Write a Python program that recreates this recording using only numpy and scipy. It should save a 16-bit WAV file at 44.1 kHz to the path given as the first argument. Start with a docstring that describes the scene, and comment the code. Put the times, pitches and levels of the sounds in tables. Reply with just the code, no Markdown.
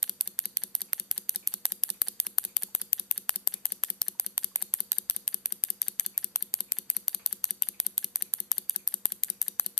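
"""Solenoid engine with a clicking switch

A small solenoid engine turns about 5.5 times a second, close to a hand-held stereo camera that swings round it.
Each turn a cam snaps a microswitch shut and open: short ringing modes, with noise and a push from overload.
The slack linkage ticks and the plunger thumps the wooden base, both made of short decaying sine waves.
A hard room, a decaying noise tail with wall echoes, answers the snaps and ticks in the same way each time.
Far taps of noise keep a half-second beat with gaps; soft bumps, a faint hum and steady hiss lie below."""
import sys
import numpy as np
from scipy import signal
from scipy.fft import rfft, irfft, next_fast_len
from scipy.io import wavfile

SR = 44100
rng = np.random.default_rng(int(sys.argv[2]) if len(sys.argv) > 2 else 0)


def rack_gain(trim_db):
    """Turn a fader trim in dB into the linear factor to multiply a signal by."""
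    fader = np.asarray(trim_db, float)
    return 10 ** (fader / 20)


def int16_out(signal):
    """Quantize to a 16-bit WAV file."""
    q = np.round(np.clip(np.atleast_2d(signal).T, -1, 1) * 32767)
    wavfile.write(sys.argv[1], SR, q.astype(np.int16))


N = 431737  # length in samples
LEAD = SR // 2  # empty margin at each end of a track, in samples


def along(points, hz, axis=1):
    """Read one column of (Hz, value, ..) rows along a log frequency axis."""
    rows = np.transpose(points)
    return np.interp(np.log(hz + 1), np.log(rows[0] + 1), rows[axis])


def filtered(x, response):
    """Multiply the spectrum of x by a response, given as a function of frequency."""
    size = next_fast_len(x.shape[-1] + SR // 4)
    spectrum = rfft(x, size) * response(np.fft.rfftfreq(size, 1 / SR))
    return irfft(spectrum, size)[..., :x.shape[-1]]


def ringing(hz, db, t60, phase, rise_s, seconds, bend):
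    """Sum decaying sine modes that build up over rise_s; bend over 1 makes the decay speed up."""
    t = np.arange(int(seconds * SR))[:, None] / SR
    decay = rack_gain(db[..., None, :] - 60 * (t / t60) ** bend)
    modes = decay * np.sin(2 * np.pi * hz * t + phase[..., None, :])
    return modes.sum(-1) * (1 - np.exp(-(t[:, 0] / rise_s) ** 2))


def silence():
    """Make an empty stereo track with a margin at both ends."""
    return np.zeros((2, N + 2 * LEAD))


def add(track, s, sound):
    """Mix a stereo sound in at s seconds, allowing for the margin."""
    start = LEAD + round(s * SR)
    track[:, start:start + sound.shape[1]] += sound


# Colour of the steady air and microphone hiss. Each row: frequency in Hz, relative level in dB per Hz.
AIR = [(20, -31), (40, -4.5), (120, 1), (200, 2.5), (480, -2.5), (700, -6.5), (1500, -7.5), (3000, -12.5),
       (7000, -23), (14000, -8)]
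# How alike the hiss is in both ports. Each row: frequency in Hz, left-right likeness (1 is identical).
ALIKE = [(60, 0.55), (200, 0.92), (600, 0.44), (2000, 0.5), (6000, 0.19)]


def air():
    """Steady noise: a shared part and an opposed part set how alike the ports are, most so near 200 Hz."""
    def shares(hz):
        angle = np.arccos(np.clip(along(ALIKE, hz), -1, 1)) / 2
        return np.array([np.cos(angle), np.sin(angle)])

    noise = rng.standard_normal((2, N))
    mid, side = filtered(noise, lambda hz: rack_gain(along(AIR, hz)) * shares(hz))
    pair = np.array([mid + side, mid - side])
    return rack_gain(-62.5) * pair / pair.std()


# Faint steady tones. Each row: frequency in Hz, level in dB rms.
HUM = [(240, -78), (480, -78)]


def hum():
    """Low tones whose phase wanders at random, alike in both ports."""
    t = np.arange(N) / SR
    drift = np.cumsum(rng.standard_normal((len(HUM), N)), 1) * 0.0283  # radians
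    tones = [np.sqrt(2) * rack_gain(db) * np.sin(2 * np.pi * hz * t + walk)
             for (hz, db), walk in zip(HUM, drift)]
    return sum(tones)


# Far taps. Each row: start in seconds, hard edge and dull body in relative dB.
TAPS = [(.884, -73, -66), (1.426, -66, -64), (1.939, -73, -66), (2.475, -70, -66), (3.538, -69, -62),
        (4.579, -69, -63), (6.141, -68, -67), (6.683, -68, -67), (7.194, -68, -58), (7.736, -69, -66),
        (8.246, -72, -69), (8.789, -71, -73), (9.319, -74, -69)]


def taps():
    """Far taps: noise in a narrow hard band and a wide dull band, dying away together."""
    track, t = silence(), np.arange(SR // 5) / SR
    edge = signal.butter(2, [2250, 2600], "bandpass", fs=SR, output="sos")
    body = signal.butter(1, [400, 1800], "bandpass", fs=SR, output="sos")
    envelope = rack_gain(-60 * t / 0.31) * (1 - np.exp(-t / 0.00089))
    for s, edge_db, body_db in TAPS:
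        hard, dull = rng.standard_normal((2, 2, len(t)))
        noise = rack_gain(edge_db + 25.5) * signal.sosfilt(edge, hard)
        noise += rack_gain(body_db + 11.5) * signal.sosfilt(body, dull)
        add(track, s, envelope * noise)
    return track


# Small soft bumps nearby. Each row: start in seconds, frequency in Hz, level in dB.
BUMPS = [(2.685, 865, -53), (4.149, 930, -53), (4.515, 1100, -56)]


def bumps():
    """Each near bump is one soft, damped tone."""
    track, phase = silence(), np.zeros((2, 1))
    for s, hz, db in BUMPS:
        level = np.full((2, 1), db)
        add(track, s, ringing(hz, level, 0.051, phase, rise_s=0.0011, seconds=.05, bend=0.88))
    return track


# The room's tail. Each row: frequency in Hz, time to die by 60 dB in seconds, relative level in dB.
ROOM = [(200, 0.13, -44), (1390, 0.16, -26.5), (4220, 0.5, -2.5), (7000, 0.54, 0), (10880, 0.31, -23),
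        (15000, 0.36, -1.5)]
# The nearest walls. Each row: echo delay in seconds, level in dB.
WALLS = [(.0075, -37), (.0145, -59), (.021, -48), (.026, -41), (.034, -29), (.041, -32)]


def room(x):
    """Wall echoes and a diffuse tail in which each frequency dies at its own speed."""
    hz, times, noise = signal.stft(rng.standard_normal((2, SR // 2)), SR, nperseg=128)
    decay = rack_gain(-60 * times / along(ROOM, hz)[:, None])
    tail = signal.istft(noise * decay, SR, nperseg=128)[1]
    tail *= 1 - np.exp(-(np.arange(tail.shape[1]) / SR / 0.0073) ** 2)  # the first walls are metres away
    tail = filtered(tail / np.linalg.norm(tail[0]), lambda f: rack_gain(along(ROOM, f, axis=2)))
    # cluttered walls spread each echo over 3 ms (130 samples)
    smear = rng.standard_normal((len(WALLS), 2, 130)) * np.hanning(130) / 7
    for (delay, db), echo in zip(WALLS, smear):
        tail[:, round(delay * SR):][:, :130] += rack_gain(db) * echo
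    return signal.fftconvolve(x, tail, axes=1)[:, :x.shape[1]]


# Flywheel progress; the switch shuts at every whole turn. Each row: time in seconds, turns done.
FLYWHEEL = [(-.1524, -1), (.0282, 0), (.5697, 3), (1.1122, 6), (1.6536, 9), (2.0165, 11), (2.383, 13),
            (2.7488, 15), (3.2923, 18), (3.8354, 21), (4.3778, 24), (4.9177, 27), (5.457, 30), (5.9962, 33),
            (6.539, 36), (7.0806, 39), (7.6213, 42), (8.157, 45), (8.695, 48), (9.2343, 51), (9.777, 54),
            (9.958, 55)]


def at_angle(share):
    """Find the time in every turn when the crank is a share of a turn past the shutting of the switch."""
    s, turns = np.transpose(FLYWHEEL)
    return np.interp(np.arange(turns[0], turns[-1]) + share, turns, s)


SHUT_TURNS = .3625  # share of a turn that the cam holds the switch shut
# Wooden base under the plunger's stop. Each row: frequency in Hz, typical level in dB,
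# time to die by 60 dB in seconds.
BOARD = [(113.5, -69, 0.16), (188, -60.5, 0.52), (202.3, -51.5, 0.27), (262, -66.5, 0.3),
         (321.6, -58, 0.14), (364.6, -52.5, 0.17), (477.6, -72, 0.56), (501.5, -61, 0.14)]


def base():
    """As the current stops, the plunger's jolt sets the board ringing nearly the same way every turn."""
    track, (hz, db, t60) = silence(), np.transpose(BOARD)
    opens = at_angle(SHUT_TURNS)
    chance = rng.standard_normal((len(opens), 2, 2, len(hz)))
    for s, (size, phase) in zip(opens, chance):
        ring = ringing(hz, db + 0.64 * size, t60, 0.28 * phase, rise_s=0.0011, seconds=0.3, bend=0.93)
        add(track, s + 0.00274, ring)
    return track


# The rod takes up its slack twice a turn, here at its fullest. Each row: share of a turn after the
# switch shuts, then frame, bracket and base in relative dB.
SLACK = [(0.062, -36.5, -35, -50), (.311, -51, -37, -42.5)]
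# The hardest knocks of the slack. Each row: start in seconds, then frame, bracket and base in relative dB.
HARD_KNOCKS = [(.04, -41, -36, -45), (.8063, -39, -40, -57), (1.3479, -40, -40, -39.5),
               (1.8914, -41, -41, -41.5), (2.0726, -41, -35, -36.5), (2.4399, -38, -39, -52),
               (2.6229, -36, -43, -36), (3.3046, -47, -42, -57), (3.6663, -42, -41, -51),
               (3.847, -37, -37, -52), (4.434, -42, -38, -45), (4.6164, -34.5, -35, -37),
               (4.9295, -39, -32.5, -44), (5.1091, -44, -36, -47), (5.8276, -42, -34, -49),
               (6.0076, -44, -53, -39), (6.9113, -47, -44, -59), (7.453, -39, -36, -48),
               (7.6329, -40, -34, -54), (8.8863, -43, -48, -55), (9.2459, -36, -50, -61),
               (9.4267, -37, -47, -50)]


def slack():
    """Rows (s, frame, bracket, base dB): each knock has its own force, shared unevenly among the parts."""
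    jitter_s, force_short_db = .0008, 5
    part_short_db = np.array([6, 8, 3])  # how far frame, bracket and base fall short
    rows = []
    for share, *dbs in SLACK:
        s = at_angle(share)
        chance = rng.standard_normal((len(s), 5))
        levels = dbs - force_short_db * np.abs(chance[:, :1])
        levels = levels - part_short_db * np.abs(chance[:, 1:4])
        rows.append(np.column_stack([s + jitter_s * chance[:, 4], levels]))
    return np.vstack(rows + [HARD_KNOCKS])


# Ticks that return at the same crank angle. Each row: share of a turn after the switch shuts,
# then frame, bracket and base in relative dB.
CRANK = [(.969, -60, -49, -56), (.273, -57, -43, -48), (.352, -49, -50, -52), (.378, -48, -40, -57),
         (.39, -47, -40, -58)]
# What a knock rings: four modes each for frame, bracket and base, in that order.
# Each row: typical frequency in Hz, level in dB relative to the part's, time to die by 60 dB in seconds.
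PARTS = [(8840, 24, 0.0017), (10400, -49.5, 0.018), (11900, -8, 0.0048), (13300, 15, 0.0066),
         (3075, 3.5, 0.0043), (3658, -8.5, 0.032), (4570, -4.5, 0.02), (6000, -2, 0.0092),
         (810, -5.5, 0.02), (1340, -17, 0.017), (1695, 4.5, .012), (2000, 3, 0.0079)]


def linkage():
    """Knocks ring frame, bracket and base in their own measure, then rattle on in three weaker bounces."""
    track, (hz, mode_db, t60) = silence(), np.transpose(PARTS)
    regular = [(s, *dbs) for share, *dbs in CRANK for s in at_angle(share)]
    knocks = np.vstack([regular, slack()])
    chance = rng.standard_normal((len(knocks), 4, 3, 2, len(hz)))
    for (s, *dbs), contacts in zip(knocks, chance):
        for bounce, (size, phase, blow) in enumerate(contacts):
            levels = np.repeat(dbs, 4) + mode_db + 3.5 * size - 5 - 9 * bounce ** 1.45
            loose_hz = hz * (1 + .04 * blow[0])  # each contact detunes the modes a little
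            phases = 3 * phase[0] + 0.33 * phase  # mostly shared by the two ports
            ring = ringing(loose_hz, levels, t60, phases, rise_s=0.00014, seconds=0.0076, bend=1.063)
            jitter_s = .0002 * (1 + 3 * bounce) * blow[1, 0]
            add(track, s + .0028 * bounce + jitter_s, ring)
    return track


# The two snaps, first shutting, then opening. Each row: typical peak in dB before nearness,
# then the fullest overload push, low noise and mid noise in dB relative to the peak.
SNAP_DB = [(-10.5, -46.5, -20.5, -19), (-17, -35, -22.5, -20.5)]
# Chance in those levels, in the same order. Each row: scatter of the peak in dB,
# then how far push, low noise and mid noise fall short in dB.
SNAP_SCATTER_DB = [(0.56, 8.6, 6.2, 2.5), (0.82, 7.8, 5.2, 5.6)]
# Where the camera hears the snaps. Each row: time in seconds, left-right difference in dB when shutting
# and when opening, nearness in dB, extra overload push in dB.
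BEARING = [(0, -3.5, 5, 0.5, 5), (.8, -5, 2, -.5, -4), (1.5, -2, 3.5, 1, -2), (2, 7, -2, 2.3, -0.5),
           (2.7, 7.5, 0, 1, 1), (3.4, 11.5, 7.5, -0.1, 0), (4.1, 0.5, 11.5, -0.5, 3.5),
           (4.8, -1, 11.5, 1.9, -3), (5.4, 4, 11, -0.5, 3.5), (7, 4.5, 11.5, .5, 4),
           (8.4, 3.5, 11, 0.15, -2), (9, 6, 10, 0, 1), (9.8, 12.5, 15.5, -1, 4)]
# Scatter of the left-right difference in dB, when shutting and when opening.
BEARING_SCATTER_DB = [2.5, 3.3]
# Snaps whose overload has a balance of its own. Each row: time in seconds, then push (before the
# extra push), low noise and mid noise in dB relative to the peak.
OWN_BALANCE = [(.389, -36.5, -27, -22.5), (.57, -42, -25, -17), (.931, -33, -17, -25.5),
               (1.835, -36, -26, -25), (2.017, -30, -28, -25), (2.265, -46, -18.5, -28),
               (2.383, -39, -22, -36), (2.749, -31, -25.5, -23.5), (2.93, -37, -41, -19),
               (3.111, -58, -21, -22.5), (3.292, -50, -15, -20), (3.835, -33, -14.5, -20.5),
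               (4.016, -33.5, -26, -14.5), (4.378, -35.5, -24, -17.5), (4.918, -42, -24, -18),
               (5.098, -39, -26.5, -19.5), (5.636, -35, -24.5, -19), (5.996, -46, -43, -17.5),
               (6.539, -41, -29, -19), (6.9, -40.5, -66, -22.5), (7.081, -42, -21, -20.5),
               (7.621, -34, -25.5, -24), (7.8, -36, -23.5, -19.5), (7.979, -33, -30.5, -22.5),
               (8.695, -37.5, -37, -29), (8.875, -31.5, -46, -29), (9.055, -33.5, -37, -29),
               (9.415, -73, -36.5, -22.5), (9.596, -34, -25, -22.5)]


def cam():
    """Rows (s, peak dB, push, low noise, mid noise, left-right dB), shut and open in turn."""
    when, *bearing, near_db, extra_push_db = np.transpose(BEARING)
    kinds = []
    for k, share in enumerate([0, SHUT_TURNS]):
        s = at_angle(share)
        chance = rng.standard_normal((len(s), 5))
        chance[:, 1:4] = -np.abs(chance[:, 1:4])  # push and noise only fall short
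        dbs = SNAP_DB[k] + chance[:, :4] * SNAP_SCATTER_DB[k]
        dbs[:, 0] += np.interp(s, when, near_db)
        pan_db = np.interp(s, when, bearing[k]) + BEARING_SCATTER_DB[k] * chance[:, 4]
        kinds.append(np.column_stack([s, dbs, pan_db]))
    snaps = np.stack(kinds, axis=1).reshape(-1, 6)
    for s, *dbs in OWN_BALANCE:
        nearest = np.abs(snaps[:, 0] - s).argmin()
        snaps[nearest, 2:5] = dbs
    snaps[:, 2] += np.interp(snaps[:, 0], when, extra_push_db)
    return snaps


# The snap as the room hears it, averaged over all directions. Each row: frequency in Hz, relative level in dB.
SPREAD = [(1500, -14), (3500, -21.5), (4400, -27.5), (5500, -40), (7600, -21), (8500, -10.5), (10500, 9),
          (11600, 11), (12600, -4.5), (14200, -8.5)]


def radiated(snaps):
    """Each snap as one impulse of the colour it sends towards the walls."""
    track = silence()
    for k, (s, db, *_) in enumerate(snaps):
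        add(track, s + .001, np.full((2, 1), rack_gain(db + [16, 17][k % 2])))
    return filtered(track, lambda hz: rack_gain(along(SPREAD, hz)))


def overload(snaps):
    """Microphone overload on each snap: a dry noise burst and a short one-sided low push, uneven in the ports."""
    track, t = silence(), np.arange(SR // 100) / SR
    low = signal.butter(2, [600, 3200], "bandpass", fs=SR, output="sos")
    mid = signal.butter(2, [3000, 7800], "bandpass", fs=SR, output="sos")
    top = signal.butter(10, 14380, "highpass", fs=SR, output="sos")
    # pairs of settings are for shutting, then opening
    lean_db = [np.array([[2.5], [-2.5]]), np.array([[-2.2], [2.2]])]
    top_db = [16, 11]
    noise_bell = np.exp(-((t - .0013) / 0.00073) ** 2)
    push_bell = np.exp(-((t - .0012) / 0.00058) ** 2)
    for k, (s, db, push_db, low_db, mid_db, _) in enumerate(snaps):
        kind = k % 2
        bursts = rng.standard_normal((3, 2, len(t))) * noise_bell
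        levels = (low_db + 19.5, mid_db + 21.5, top_db[kind])
        sound = np.zeros((2, len(t)))
        for band, burst, level in zip((low, mid, top), bursts, levels):
            noise = signal.sosfilt(band, burst)
            sound += rack_gain(db + level + lean_db[kind]) * np.sqrt(2) * noise / np.linalg.norm(noise)
        lean = rng.normal([.2, -.5][kind], [.9, .3][kind])  # uneven push; below 0 favours the right port
        ports = -np.array([[1 + lean], [1 - lean]])
        add(track, s, sound + ports * rack_gain(db + push_db + 4.5) * push_bell)
    return track


# Ringing modes of the switch. Each row: frequency in Hz, time to die by 60 dB in seconds, then relative
# levels in dB: shutting (left, right from behind; left, right from the side), then opening likewise.
SWITCH = [(4250.0, 0.009, -33.0, -32.0, -39.0, -32.0, -18.0, -14.0, -22.0, -14.0),
          (5600.0, 0.009, -32.0, -30.0, -40.0, -33.0, -18.0, -18.0, -21.0, -14.0),
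          (6900.0, 0.009, -26.0, -22.0, -24.0, -18.0, -27.0, -22.0, -24.0, -19.0),
          (8650.0, 0.009, -14.0, -11.0, -14.0, -10.0, -13.0, -9.0, -6.0, -9.0),
          (9450.0, 0.009, -17.0, -15.0, -20.0, -7.0, -11.0, -6.0, -7.0, -3.0),
          (10400.0, 0.009, -9.0, -7.0, -12.0, -3.0, -1.0, -5.0, -8.0, -9.0),
          (11550.0, 0.009, -1.0, 0.0, 0.0, -2.0, -5.0, 0.0, -0.0, -7.0),
          (12200.0, 0.009, -15.0, -8.0, -7.0, -18.0, -15.0, -13.0, -11.0, -17.0),
          (12900.0, 0.009, -13.0, -12.0, -13.0, -8.0, -2.0, -3.0, -2.0, -5.0),
          (13400.0, 0.009, -15.0, -17.0, -19.0, -7.0, -5.0, -12.0, -12.0, -4.0),
          (14050.0, 0.009, 0.0, -2.0, -10.0, 0.0, -10.0, -13.0, -13.0, -10.0)]
# Camera position. Each row: time in seconds, place from 0 (behind the coil) to 1 (beside the switch).
VIEW = [(0, 0.87), (2, 0.22), (3, 0.095), (4, 0.68), (5, 0.95), (9.8, 0.93)]


def switch(snaps):
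    """The snap blade rings the housing nearly alike each time, until it seats and chokes the ring."""
    track, table = silence(), np.array(SWITCH, float)
    hz, t60 = table[:, 0], table[:, 1]
    views = table[:, 2:].T.reshape(2, 2, 2, -1)  # shut or open, behind or beside, left or right, mode
    chance = rng.standard_normal((len(snaps), 2, 2, len(table)))
    t = np.arange(SR // 100) / SR
    for k, (s, db, *_, pan_db) in enumerate(snaps):
        kind = k % 2
        side = np.interp(s, *np.transpose(VIEW))
        behind, beside = views[kind]
        levels = behind + side * (beside - behind) + 1.2 * chance[k, 0]
        path_s = np.array([[0], [.0003 - .00006 * side]])  # the right port hears another face of the housing
        phase = 2 * np.pi * hz * path_s + .6 * chance[k, 1]
        ring = ringing(hz, levels, t60, phase, rise_s=.0008, seconds=.01, bend=1.2)
        seat_s = [.0037, .0032][kind] - [.0011, .0002][kind] * side
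        ring *= .25 + np.exp(-(t / seat_s) ** 4)
        ring /= np.sqrt((ring ** 2).sum(1, keepdims=True))  # equal energy in each port before panning
        pan = np.array([[pan_db / 2], [-pan_db / 2]])
        add(track, s + .00045, rack_gain(db + 15.5 + pan) * ring)
    return track


def scene():
    """Engine, its room, the far taps, the near bumps, the hum and the air."""
    snaps, knocks = cam(), linkage()
    engine = switch(snaps) + overload(snaps) + knocks + base()
    echoes = room(radiated(snaps) + rack_gain(-4) * knocks)
    near = engine + echoes + taps() + bumps()
    return near[:, LEAD:LEAD + N] + hum() + air()


def top_cut(x):
    """Nothing passes above the cut-off."""
    return signal.sosfilt(signal.butter(12, 16470, fs=SR, output="sos"), x)


# Treble cutoff: a steep end near 14.2 kHz, with a weak spill above it. Each row: frequency in Hz, gain in dB.
CUTOFF = [(14190, 0), (14260, -6), (14340, -20), (15200, -27), (16400, -46), (16550, -90)]


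def record(dry):
    """The input stage rounds off the loudest peaks; the treble ends steeply, with a weak spill above."""
    rounded = dry / (1 + np.abs(dry / .8) ** 4) ** .25
    mix = filtered(rounded, lambda hz: rack_gain(along(CUTOFF, hz)))
    return top_cut(mix)


dry = scene()
out = record(dry)
int16_out(out)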